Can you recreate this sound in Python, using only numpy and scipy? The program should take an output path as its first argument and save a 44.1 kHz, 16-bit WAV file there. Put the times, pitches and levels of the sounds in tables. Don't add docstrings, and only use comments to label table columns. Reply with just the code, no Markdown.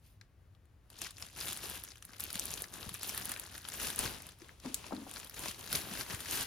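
import sys
import numpy as np
from scipy import signal
from scipy.fft import rfft, irfft
from scipy.io import wavfile
from scipy.ndimage import uniform_filter1d

SR = 44100
rng = np.random.default_rng(int(sys.argv[2]) if len(sys.argv) > 2 else 0)


def bounce(signal):
    frames = np.transpose(np.atleast_2d(signal))
    limited = np.clip(frames, -1, 1)
    pcm = np.round(limited * 32767).astype(np.int16)
    wavfile.write(sys.argv[1], SR, pcm)


N = 284886
TIME = np.arange(N) / SR
HZ = np.maximum(np.fft.rfftfreq(N, 1 / SR), 1)
USUAL_CRACKLE_DB, USUAL_FOLDS_DB = -44, -45
HANDLING_FROM_S = 0.9


def from_db(db):
    return 10 ** (np.asarray(db) / 20)


def rms_one(x):
    return x / np.sqrt(np.mean(x ** 2) + 1e-20)


def at_hz(points):
    hz, value = np.transpose(points)
    return np.interp(np.log(HZ), np.log(hz), value)


def colour(x, spectrum):
    return irfft(rfft(x) * from_db(at_hz(spectrum)), N)


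def drift(knots_per_s):
    knots = rng.standard_normal(4000)
    return rms_one(np.interp(TIME * knots_per_s, np.arange(len(knots)), knots))


def pan(left_over_right_db):
    halves_db = np.array([[left_over_right_db], [-left_over_right_db]]) / 2
    return rms_one(from_db(halves_db))


def stereo_noise(side_db):
    mid, side = rng.standard_normal((2, N))
    return rms_one(mid + from_db(side_db) * side * np.array([[1], [-1]]))


def resonate(x, hz, width_hz):
    radius = np.exp(-np.pi * width_hz / SR)
    angle = 2 * np.pi * min(hz, SR / 2) / SR
    zeros = np.array([1, 0, -1]) * (1 - radius * radius) / 2
    poles = [1, -2 * radius * np.cos(angle), radius * radius]
    return signal.lfilter(zeros, poles, x + 1e-18)


def patch_ring(x, hz, damping):
    return resonate(resonate(x, hz, damping * hz), hz, damping * hz)


def buckling(per_s, pace, slide_db, low_hz, high_hz, spectrum, spread_db, scatter_db, order=14):
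    chance = per_s * pace * from_db(4 * drift(60)) / SR
    born = np.flatnonzero(rng.random(N) < chance)
    draws = rng.random((N, 4))[born]
    size_db = spread_db * np.minimum(-np.log(draws[:, 0]), 4)
    sizes = from_db(size_db) * np.sign(draws[:, 1] - .5)
    sizes = sizes * np.minimum(pace[born] / .5, 1)
    patch = (draws[:, 2] * order).astype(int)
    grains = np.zeros((2, N))
    for k, hz in enumerate(np.geomspace(low_hz, high_hz, order)):
        clicks, mine = np.zeros((2, N)), patch == k
        side = from_db(scatter_db) * (2 * draws[mine, 3] - 1)
        clicks[:, born[mine]] = sizes[mine] * np.array([1 + side, 1 - side])
        grains += patch_ring(clicks, hz, damping=.7)
    hiss = rms_one(colour(stereo_noise(scatter_db - 2.5), spectrum))
    hiss = from_db(slide_db) * np.sqrt(np.clip(pace, .1, 1)) * hiss
    film = rms_one(colour(grains, spectrum)) + hiss
    power = uniform_filter1d(np.mean(film ** 2, axis=0), size=1100)
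    return film / np.sqrt(power + 1e-9)


# f/Hz, relative level/dB per Hz
HUM_SPECTRUM = [(15, -38), (30, -14), (50, -1), (70, -1.5), (98, 1), (130, -9), (220, -21.5), (400, -25),
                (1000, -36.5), (2400, -37), (5000, -45), (9000, -53), (16000, -73)]


def hum():
    hum_db = -62
    return from_db(hum_db) * pan(1.6) * rms_one(colour(stereo_noise(-15.5), HUM_SPECTRUM))


# start t/s, held t/s, crackle level/dB, wide-fold level relative to the crackle/dB
HAND_STROKES = [(0.062, 0.0099, -67.5, -24), (0.925, 0.061, -68, -1), (1.024, 0.011, -46, -9.5),
                (1.218, 0.0063, -48.5, -7), (1.393, 0.13, -42, -9.5), (1.635, 0.062, -43.5, -7.5),
                (1.735, 0.04, -48, -8), (1.842, 0.028, -54.5, -8.5), (2.085, 0.078, -62, -0.5),
                (2.214, 0.073, -48, -8), (2.349, 0.2, -44.5, -7.5), (2.611, 0.0096, -51.5, -2.5),
                (2.744, 0.13, -48.5, -4), (2.941, .015, -48.5, -10), (3.051, .04, -42, -10),
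                (3.147, 0.17, -45.5, -5.5), (3.366, 0.089, -51.5, -5.5), (3.526, 0.026, -48, -7),
                (3.681, 0.14, -48.5, -8), (3.827, 0.065, -39, -8.5), (3.998, 0.067, -39, -4.5),
                (4.1, 0.037, -48, -4), (4.17, .1, -54, -4), (4.419, 0.081, -61, 0),
                (4.651, .26, -52.5, -4.5), (4.96, 0.08, -57.5, -1.5), (5.084, .17, -51, -4),
                (5.384, 0.069, -48, -3), (5.454, 0.047, -43.5, -9), (5.591, 0.053, -52, -3.5),
                (5.727, 0.053, -38, -7), (5.834, 0.13, -50, -0.5), (5.939, .075, -43, -7),
                (6.106, 0.028, -41.5, -5), (6.211, 0.011, -47.5, -7), (6.309, 0.097, -35.5, -9.5)]


def handling():
    grip_db_per_s, settle_db_per_s = 250.5, 170.5
    busy = TIME > HANDLING_FROM_S
    fine = from_db(np.where(busy, -68.5, -90)) ** 2
    wide = from_db(np.where(busy, -72, -75.5)) ** 2
    for start, held, level_db, folds_db in HAND_STROKES:
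        before_db = grip_db_per_s * (start - TIME)
        after_db = settle_db_per_s * (TIME - start - held)
        down_db = np.clip(np.maximum(before_db, after_db), 0, 100)
        power = from_db(level_db - down_db) ** 2
        fine = fine + power
        wide = wide + power * from_db(folds_db) ** 2
    return 10 * np.log10([fine, wide])


# t/s, ring of the cupped palms level/dB,
# top treble facing the microphone level/dB, smooth sliding against buckling level/dB
HAND_POSE = [(0, -10, -1, -3), (.9, -5, -13, -7), (1.6, 2, -7.5, -4), (2.4, -6, -7.5, -12.5),
             (3.0, -3, -8, -7), (3.2, 6, -4, -7.5), (3.5, 8, -11, -4), (3.8, 6.5, -2, -4),
             (4.75, -26, -27, 6), (5.2, -9, -7, -1), (5.8, -1.5, -6, 0), (6.46, 5.5, -8, 3.5)]


def pose():
    s, *columns = np.transpose(HAND_POSE)
    return [np.interp(TIME, s, column) for column in columns]


# f/Hz, relative level/dB per Hz
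CRACKLE_SPECTRUM = [(1500, -7.5), (2600, 1.5), (5500, -2.5), (8000, -3), (10400, 1), (12500, -1),
                    (15000, 2), (16500, -65)]


def crackle(crackle_db, pace, slide_db, facing_db):
    film = buckling(1500, pace, slide_db, 2380, 16700, CRACKLE_SPECTRUM, spread_db=2.1, scatter_db=-3)
    film = from_db(crackle_db) * film
    above_10_khz = signal.butter(2, 10000, "high", fs=SR, output="sos")
    top = signal.sosfiltfilt(above_10_khz, film)
    return film + (from_db(facing_db + 2 * drift(25)) - 1) * top


# f/Hz, relative level/dB per Hz
RUSTLE_SPECTRUM = [(300, -29), (520, 3), (850, 2), (1150, 2.5), (1650, -2.5), (2200, -6), (3200, -13.5)]


def rustle(folds_db, pace, slide_db, cupped_db):
    film = buckling(1300, pace, slide_db, 477, 2740, RUSTLE_SPECTRUM, spread_db=3.0, scatter_db=-1.0, order=10)
    film = from_db(folds_db - 3.5) * film
    return film + from_db(cupped_db) * resonate(film, hz=1676, width_hz=370)


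# f/Hz, relative level/dB per Hz
FLAP_SPECTRUM = [(22, -26), (50, 5), (130, 1), (300, -1), (450, -4), (750, -33)]


def flap(folds_db, pace, slide_db):
    follows = 0.98
    flap_db = USUAL_FOLDS_DB + follows * (folds_db - USUAL_FOLDS_DB)
    film = buckling(400, pace, slide_db, 49.5, 510, FLAP_SPECTRUM, spread_db=2.5, scatter_db=-6, order=10)
    return from_db(flap_db - 3) * film


# t/s, relative level over 1 ms/dB, nominal f/Hz, decay time of the slips/ms
SHARP_CREASES = [(0.212, -48, 3300, 3), (0.5496, -63, 2600, 2.3), (0.655, -67, 7000, 1.7),
                 (0.9016, -48, 7700, 2.1), (1.0169, -30.5, 5800, 1.7), (1.1076, -42, 7300, 2.1),
                 (1.182, -43.5, 5500, 2.3), (1.2245, -34.5, 4770, 1), (1.2651, -45, 6470, 1.9),
                 (1.4047, -36, 7000, .6), (1.53, -32.5, 7550, 1.4), (1.573, -35.5, 6800, 1.3),
                 (1.8376, -36, 10200, 0.96), (1.8876, -43, 5000, 0.65), (1.9184, -45.5, 3650, 1.2),
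                 (1.9564, -48.5, 5830, 3.8), (2.0245, -42, 6100, 2), (2.0514, -40.5, 8500, 0.96),
                 (2.1337, -45, 4150, 3.1), (2.198, -35, 8160, 2.1), (2.2049, -30.5, 9000, .4),
                 (2.239, -31, 9600, 0.51), (2.3034, -39, 5170, 1.5), (2.3295, -33.5, 9300, 0.35),
                 (2.3544, -30.5, 7300, 2.5), (2.3958, -25.5, 7040, 0.52), (2.4555, -32, 9500, 0.43),
                 (2.539, -31.5, 6000, 0.28), (2.621, -30.5, 10100, 0.24), (2.6408, -37.5, 3840, 1.9),
                 (2.7387, -37.5, 6560, 1.2), (2.8917, -35, 7200, 2.6), (2.942, -35.5, 8600, 1),
                 (2.9481, -38, 4800, 3), (3.0214, -43, 5050, 0.62), (3.0313, -30.5, 8300, 1.4),
                 (3.0937, -31.5, 6300, 0.51), (3.177, -29, 8850, 1.45), (3.255, -30.5, 10300, 0.34),
                 (3.2933, -32, 7800, 1), (3.318, -29.5, 8800, 0.46), (3.363, -37.5, 1610, 0.67),
                 (3.3972, -32.5, 9250, 0.49), (3.5793, -38.5, 7900, 1.6), (3.6509, -38.5, 2430, 2.3),
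                 (3.6867, -32.5, 7800, 1.5), (3.9014, -30.5, 7100, 2.2), (3.9605, -32.5, 7850, .55),
                 (3.9905, -22.5, 7600, 1.16), (4.0386, -33, 7300, 2), (4.221, -42, 7700, 1.3),
                 (4.289, -43.5, 7500, 3.6), (4.419, -49, 4080, 1.9), (4.4925, -45.5, 1300, 0.45),
                 (4.7441, -24, 7240, 0.19), (4.842, -41.5, 2060, 4), (5.1122, -38.5, 7000, 1.7),
                 (5.1384, -40, 6440, 1), (5.199, -39, 6240, 2.1), (5.2964, -40, 10900, 1.8),
                 (5.3425, -42.5, 5850, 1.6), (5.3928, -36.5, 7500, 1.1), (5.458, -34, 1930, 3.8),
                 (5.7278, -24.5, 9250, 1.9), (5.7584, -26, 8900, 0.57), (6.1466, -34, 6300, 2.5),
                 (6.2042, -35.5, 7600, 2.7), (6.311, -29, 7090, 0.75)]


def snaps(lesser, fold_db, knock_db, scatter_db, scatter_s):
    ring_ratio, raise_db = 1.102, 2.0
    out, t = np.zeros((2, N)), TIME[:700]
    for s, level_db, hz, length_ms in [*SHARP_CREASES, *lesser]:
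        slips = rms_one(rng.standard_normal(len(t)) * np.exp(-t / (length_ms / 1000)))
        scattered = rms_one(rng.standard_normal((2, len(t))) * np.exp(-t / scatter_s))
        slips = slips + from_db(scatter_db) * scattered
        fold = from_db(fold_db) * rms_one(resonate(slips, .5 * hz, 0.2 * hz))
        knock = from_db(knock_db) * rms_one(patch_ring(slips, 1510, damping=1.0))
        snap = rms_one(patch_ring(slips, hz * ring_ratio, damping=.85))
        snap = snap + length_ms * (fold + knock)
        side_db = 1.5 + 1.5 * np.log2(7500 / hz) + rng.standard_normal()
        over_1_ms = np.sqrt(SR / 1000 / len(t))
        at = round(s * SR)
        out[:, at:at + len(t)] += pan(side_db) * from_db(level_db) * rms_one(snap) * over_1_ms
    return from_db(raise_db) * out


def small_creases(crackle_db, per_s, above_db, spread_db):
    chance, size, pitch, length = rng.random((round(per_s * N / SR), 4)).T
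    s = chance * (N - SR // 50) / SR
    around_db = np.interp(s, TIME, crackle_db)
    gentle_db = -.15 * (around_db - USUAL_CRACKLE_DB)
    level_db = around_db + above_db + spread_db * size ** 2 + gentle_db
    rows = np.transpose([s, level_db, 3000 * 3.2 ** pitch, 0.24 + 3.36 * length])
    return rows[s > HANDLING_FROM_S]


# t/s, level/dB, f/Hz
PALM_PATS = [(2.355, -41, 198), (2.361, -46, 70), (2.865, -42.5, 190), (2.877, -40, 98),
             (2.914, -44.5, 170), (4.001, -39, 70), (4.055, -36.5, 120), (4.418, -48, 342),
             (4.931, -38, 223), (5.74, -37, 159), (5.915, -39, 205), (6.140, -37, 100)]


def pats(ring_s):
    out, t = np.zeros(N), TIME[:SR // 8]
    for s, level_db, hz in PALM_PATS:
        at = round(s * SR)
        swell = t / ring_s * np.exp(1 - t / ring_s)
        out[at:at + len(t)] += from_db(level_db) * swell * np.sin(2 * np.pi * hz * t)
    return out


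# t/s, thud level/dB, slap level/dB
PLATE_BUMPS = [(4.649, -50, -42), (4.654, -35, -59), (4.666, -39.5, -57), (4.698, -48, -66),
               (4.909, -48, -43), (4.922, -47, -34), (4.933, -36, -56), (4.976, -37, -51),
               (5.018, -45.5, -57), (5.066, -58, -49)]
# f/Hz, relative level/dB, 60 dB decay time t/s
PLATE_MODES = [(217.2, -2.5, 0.18), (252, -8, 0.21), (266.1, 3.5, 0.14), (287, 1, 0.16), (390, -10, 0.084),
               (740, -17, 0.035), (917, -11, 0.049)]
# f/Hz, relative level/dB per Hz
SLAP_SPECTRUM = [(150, -4.5), (400, 0), (750, 3), (1050, -2), (1500, -13.5), (4000, -45), (12000, -41)]


def plate(contact_s, slap_s):
    thuds, slaps = np.zeros(N), np.zeros(N)
    for s, thud_db, slap_db in PLATE_BUMPS:
        at = round(s * SR)
        t = TIME[:N - at][:SR // 2]
        ring = sum(from_db(db - 60 * t / t60) * np.sin(2 * np.pi * hz * t) for hz, db, t60 in PLATE_MODES)
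        soft_onset = 1 - np.exp(-t / contact_s)
        thuds[at:at + len(t)] += from_db(thud_db) * ring * soft_onset
        slaps[at:at + len(t)] += from_db(slap_db) * np.exp(-t / slap_s)
    slap_noise = rms_one(colour(stereo_noise(-7.5), SLAP_SPECTRUM))
    return pan(2.4) * (thuds + slaps * slap_noise)


def kitchen(x, room_db, t60_s, order=8):
    edges, tail = np.geomspace(300, 16000, order + 1), 0
    keep = from_db(-120 / (t60_s * SR))
    white = rng.standard_normal((2, N))
    for low, high in zip(edges, edges[1:]):
        band = signal.butter(2, [low, high], "band", fs=SR, output="sos")
        power = np.mean(signal.sosfilt(band, x) ** 2, axis=0)
        energy = signal.lfilter([1 - keep], [1, -keep], power)
        white = np.roll(white, SR // 2, axis=1)
        noise = rms_one(signal.sosfilt(band, white))
        tail = tail + np.sqrt(energy) * noise / np.hypot(1, low / 9000)
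    return x + from_db(room_db) * tail


def scene():
    jerks_db = 1.2 * drift(45)
    crackle_db, folds_db = handling() + jerks_db
    cupped_db, facing_db, slide_db = pose()
    pace = from_db(.6 * (crackle_db - USUAL_CRACKLE_DB))
    fine = pan(0.9) * crackle(crackle_db, pace, slide_db, facing_db)
    wide = pan(4.5) * rustle(folds_db, pace, slide_db, cupped_db)
    low = pan(3.5) * (flap(folds_db, pace, slide_db) + pats(ring_s=0.0036))
    lesser = small_creases(crackle_db, per_s=32, above_db=4, spread_db=6)
    creases = snaps(lesser, fold_db=-8, knock_db=-16, scatter_db=-7, scatter_s=.005)
    sources = fine + wide + low + creases + plate(contact_s=0.0071, slap_s=0.0086)
    return kitchen(sources, room_db=-10, t60_s=0.2) + hum()


# f/Hz, level/dB
PORT_LEVEL_DIFFERENCE = [(250, 0), (550, 3), (1200, -0.4), (4000, 3.5), (6500, 2.5), (9000, -0.5),
                         (14000, -1.5)]
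# f/Hz, phase/rad
PORT_PHASE_LEAD = [(100, 0), (2000, .15), (3500, .7), (5600, .3), (7200, 1.3), (8200, 2.8), (9700, .4),
                   (11000, .15), (13700, .2), (15500, 1.6)]
# f/Hz, level/dB
MIC_RESPONSE = [(4000, 0), (7500, -.5), (9200, -.5), (10400, 2), (12000, 0), (15000, 0)]


def record(dry):
    lead = np.clip(at_hz(PORT_PHASE_LEAD), -np.pi, np.pi)
    difference = from_db(at_hz(PORT_LEVEL_DIFFERENCE)) * np.exp(1j * lead)
    ports = difference ** np.array([[.5], [-.5]])
    heard = colour(irfft(rfft(dry) * ports, N), MIC_RESPONSE)
    top_cut = signal.ellip(10, .1, 70, 16400, fs=SR, output="sos")
    return signal.sosfilt(top_cut, heard)


dry = scene()
out = record(dry)
bounce(out)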